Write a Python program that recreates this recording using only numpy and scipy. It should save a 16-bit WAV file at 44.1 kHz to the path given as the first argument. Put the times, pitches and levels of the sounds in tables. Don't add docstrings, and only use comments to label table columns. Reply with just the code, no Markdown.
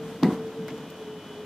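import sys
import numpy as np
from scipy import signal
from scipy.fft import rfft, irfft, next_fast_len
from scipy.io import wavfile
from scipy.ndimage import map_coordinates

SR = 44100
rng = np.random.default_rng(int(sys.argv[2]) if len(sys.argv) > 2 else 0)


def generate_wav(signal):
    frames = np.transpose(np.atleast_2d(signal))
    scaled = np.clip(frames, -1, 1) * 32767
    pcm = np.round(scaled).astype(np.int16)
    wavfile.write(sys.argv[1], SR, pcm)


N = 63945

# t/s, level/dB, softness corner f/Hz
DOOR_BLOWS = [(.228, -16, 673), (.234, -1, 146), (.2464, -13.5, 234), (.2523, -8.5, 358),
              (0.2739, -23.5, 590), (0.2855, -7.5, 161), (0.3037, -21, 570), (0.325, -20.5, 189)]
# f/Hz, relative level/dB
TICK_SPECTRUM = [(500, -15), (2000, -2), (5000, 0), (9000, -2), (11500, -5), (14500, 2)]


def panel():
    # f/Hz, level/dB, T60/s
    resonances = [(155, -22, .26), (210, -1.5, .17), (258, 3, .19), (300, -4, .2), (347, -7.5, .2),
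                  (500, -11.5, .09), (612, -19, .13), (740, -10.5, .18), (976, -10.5, .22), (1270, -16, .1),
                  (1677, -15, .11), (2008, -15, .13)]
    bass_cut_hz = 135
    null_hz, null_width_hz = 117, 42

    def spectrum(f):
        s, u = 2j * np.pi * f, 1j * f / bass_cut_hz
        force = sum(amp(db) * np.exp(-s * start) / (1 + 1j * f / corner) ** 2
                    for start, db, corner in DOOR_BLOWS)
        modes = sum(amp(db) * 2 * np.pi * hz / ((s + np.log(1000) / t60) ** 2 + (2 * np.pi * hz) ** 2)
                    for hz, db, t60 in resonances)
        antiresonance = (null_hz ** 2 - f * f) / (null_hz ** 2 - f * f + 1j * f * null_width_hz)
        bass_cut = (u * u / (u * u + np.sqrt(2) * u + 1)) ** 2
        return -SR * force * modes * antiresonance * bass_cut
    return filtered(signal.unit_impulse(N), spectrum)


def latch():
    # t/s, level/dB, centre f/Hz, T60/s
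    impacts = [(.2255, -26, 750, .02), (.2318, -20, 930, .024), (.2358, -22, 1450, .014),
               (.2405, -33, 1850, .09), (.258, -39, 850, .12), (.298, -38, 1050, .09),
               (.226, -47, 4000, .06), (.2323, -19.5, 4350, .009), (.238, -46, 4400, .11)]

    def band(centre, octaves=.22):
        return noise(lambda hz: -10 * np.log10(1 + (np.log2((hz + 1) / centre) / octaves) ** 4))
    contacts = sum(amp(db) * strike(start, t60, attack=.0005) * band(hz)
                   for start, db, hz, t60 in impacts)
    crack = amp(-35) * strike(start=.2315, t60=.03, attack=.000067) * rush(TICK_SPECTRUM)
    return contacts + crack


def shudder():
    # f/Hz, relative level/dB
    colour = [(25, -39), (60, -48), (100, -33), (150, -10), (250, 17.5), (450, 9), (700, -1), (1100, -5),
              (2000, -12), (4000, -26), (8000, -25), (15000, -34)]
    return amp(-26) * strike(DOOR_BLOWS[0][0], t60=.55, attack=.00067) * rush(colour)


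def hall(x):
    # f/Hz, T60/s
    decay_times = [(150, 0.58), (1000, 0.59), (4000, 0.28), (12000, 0.21)]
    hz, t, bands = signal.stft(noise(np.zeros_like), SR, nperseg=256)
    decay = np.exp(-np.log(1000) * t / along(decay_times, hz)[:, None])
    tail = signal.istft(bands * decay, SR)[1]
    return signal.fftconvolve(np.atleast_2d(x), tail / np.linalg.norm(tail[0]), axes=1)[:, :N]


def light_contacts():
    # t/s, level/dB, T60/s
    ticks = [(.681, -42, 0.028), (.7775, -45.5, 0.018), (.902, -43, 0.026), (.9088, -37, .003)]
    # t/s, level/dB, T60/s
    knocks = [(.6822, -37.3, .09), (.704, -44, .04)]
    # f/Hz, relative level/dB
    knock_colour = [(200, -6), (1000, 0), (1700, 0), (2900, -2), (4000, -13), (5200, -8), (8000, -21),
                    (15000, -28)]
    # t/s, level/dB, Gaussian width/s
    brushes = [(0.099, -46.5, 0.079), (0.329, -41, 0.023), (0.522, -72, 0.022), (.925, -73, 0.027)]
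    # f/Hz, relative level/dB
    cloth_colour = [(300, 20), (1700, 7.5), (4000, 1), (7000, -3), (12000, -7), (15000, -11)]

    def taps(rows):
        return sum(amp(db) * strike(start, t60, attack=.0001) for start, db, t60 in rows)
    tapping = taps(ticks) * rush(TICK_SPECTRUM) + taps(knocks) * rush(knock_colour)
    rubbing = sum(amp(db) * np.exp(-.5 * ((clock() - t) / width) ** 2) for t, db, width in brushes)
    return tapping + rubbing * rush(cloth_colour)


def ventilation():
    # t/s, level/dB
    swells = [(0, -41.5), (.2, -40.5), (.38, -37), (.54, -44.5), (.6, -38), (.72, -38), (.82, -42.5),
              (.92, -46.5), (1.12, -45), (1.3, -46), (1.45, -43.5)]
    # f/Hz, relative level/dB
    rumble_colour = [(25, -14), (50, -45), (100, -12), (130, -9), (165, 1.5), (210, -2.5), (280, -2.5),
                     (380, -14.5), (520, -12.5), (900, -71)]
    # f/Hz, relative level/dB
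    air_colour = [(45, -9), (100, 1), (300, 3.5), (600, 1), (1000, -3), (1500, -6), (2300, -13.5),
                  (3500, -10.5), (4500, -17), (6000, -18), (9000, -24.5), (12000, -26), (15000, -28.5)]
    rumble_db, = curves(swells)
    rumble = amp(rumble_db) * rush(rumble_colour)
    air = amp(-45 + .51 * wobble(9.8)) * rush(air_colour)
    return rumble + air


def motor():
    # t/s, f/Hz, level/dB
    hum_track = [(0, 442.7, -38), (.17, 451.4, -40.5), (.21, 452.4, -58), (.24, 447, -37), (.45, 443, -36),
                 (.54, 441, -42), (.59, 444.5, -36), (.66, 439.4, -36.5), (.694, 442, -44),
                 (.742, 443.7, -35), (.79, 442.9, -46.5), (.83, 443, -40), (.885, 444.5, -58),
                 (.915, 444.3, -44.5), (.97, 438.3, -49), (1.02, 434.7, -36), (1.05, 434.4, -49.5),
                 (1.075, 432, -38.5), (1.18, 425.5, -41.5), (1.26, 421.7, -62), (1.305, 425, -37.5),
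                 (1.335, 422.3, -48), (1.415, 420.3, -39.5), (1.45, 420, -41)]
    # f/Hz, level/dB, share of the swell
    partials = [(2008, -72, 0), (2442, -65, .1), (2677, -73, 0), (2872, -74, .2), (2943, -66, .3),
                (3014, -62, .8), (3083, -73, .2), (3153, -73, 0), (3348, -64, .4)]
    # t/s, level/dB
    swell = [(0, -5), (.6, -5), (.7, 3), (1, 2), (1.15, -1), (1.22, 9), (1.32, 9), (1.45, 0)]
    waver_hz, flutter_db, flutter_rate = 3, 1.2, 27
    hz, hum_db = curves(hum_track)
    swell_db, = curves(swell)
    cycles = np.cumsum(hz + waver_hz * wobble(flutter_rate)) / SR
    hum = amp(hum_db + flutter_db * wobble(flutter_rate)) * np.sin(2 * np.pi * cycles)

    def partial(f, db, flicker_db=1.5, drift_rad=.25):
        envelope = amp(db + flicker_db * wobble(11.9))
        return envelope * np.sin(2 * np.pi * f * clock() + drift_rad * wobble(15.15))
    whine = np.array([sum(partial(f, db + share * swell_db) for f, db, share in partials)
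                      for ear in range(2)])
    return np.sqrt(2) * (hum + whine)


def noise(colour_db):
    # f/Hz, correlation
    coherence = [(30, 0.97), (150, 1), (500, 0.98), (1000, 0.97), (2000, 0.91), (4000, 0.37), (8000, -0.1),
                 (13000, 0.087)]

    def response(hz):
        angle = np.arccos(np.clip(along(coherence, hz), -1, 1)) / 2
        return amp(colour_db(hz)) * [np.cos(angle), np.sin(angle)]
    mid, side = filtered(rng.standard_normal((2, N)), response)
    ears = np.array([mid + side, mid - side])
    return ears / np.sqrt(np.mean(ears ** 2) + 1e-20)


def rush(colour):
    return noise(lambda hz: along(colour, hz))


def strike(start, t60, attack):
    t = np.maximum(clock() - start, 0)
    return (1 - np.exp(-t / attack)) * np.exp(-np.log(1000) * t / t60)


def filtered(x, response):
    size = next_fast_len(N + SR // 2)
    return irfft(rfft(x, size) * response(np.fft.rfftfreq(size, 1 / SR)), size)[..., :N]


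def wobble(rate):
    return map_coordinates(rng.standard_normal(size=256), [clock() * rate], mode="wrap")


def curves(rows):
    times, *columns = np.transpose(rows)
    return [np.interp(clock(), times, column) for column in columns]


def along(points, hz):
    f, values = np.transpose(points)
    return np.interp(np.log(hz + 1), np.log(f + 1), values)


def amp(db):
    return 10 ** (np.asarray(db) / 20)


def clock():
    return np.arange(N) / SR


def scene():
    boom, click = panel(), latch()
    door = boom + click + shudder() + hall(amp(-21) * boom + amp(-10) * click)
    balance = amp([[.35], [-.35]])
    return (door + light_contacts() + ventilation() + motor()) * balance


def record(dry):
    ceiling, knee = .32, 8
    low_cut_hz, top_hz = 85, 15500
    rounded = dry / (1 + np.abs(dry / ceiling) ** knee) ** (1 / knee)
    return filtered(rounded, lambda hz: (hz < top_hz) * hz / np.hypot(hz, low_cut_hz))


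dry = scene()
out = record(dry)
generate_wav(out)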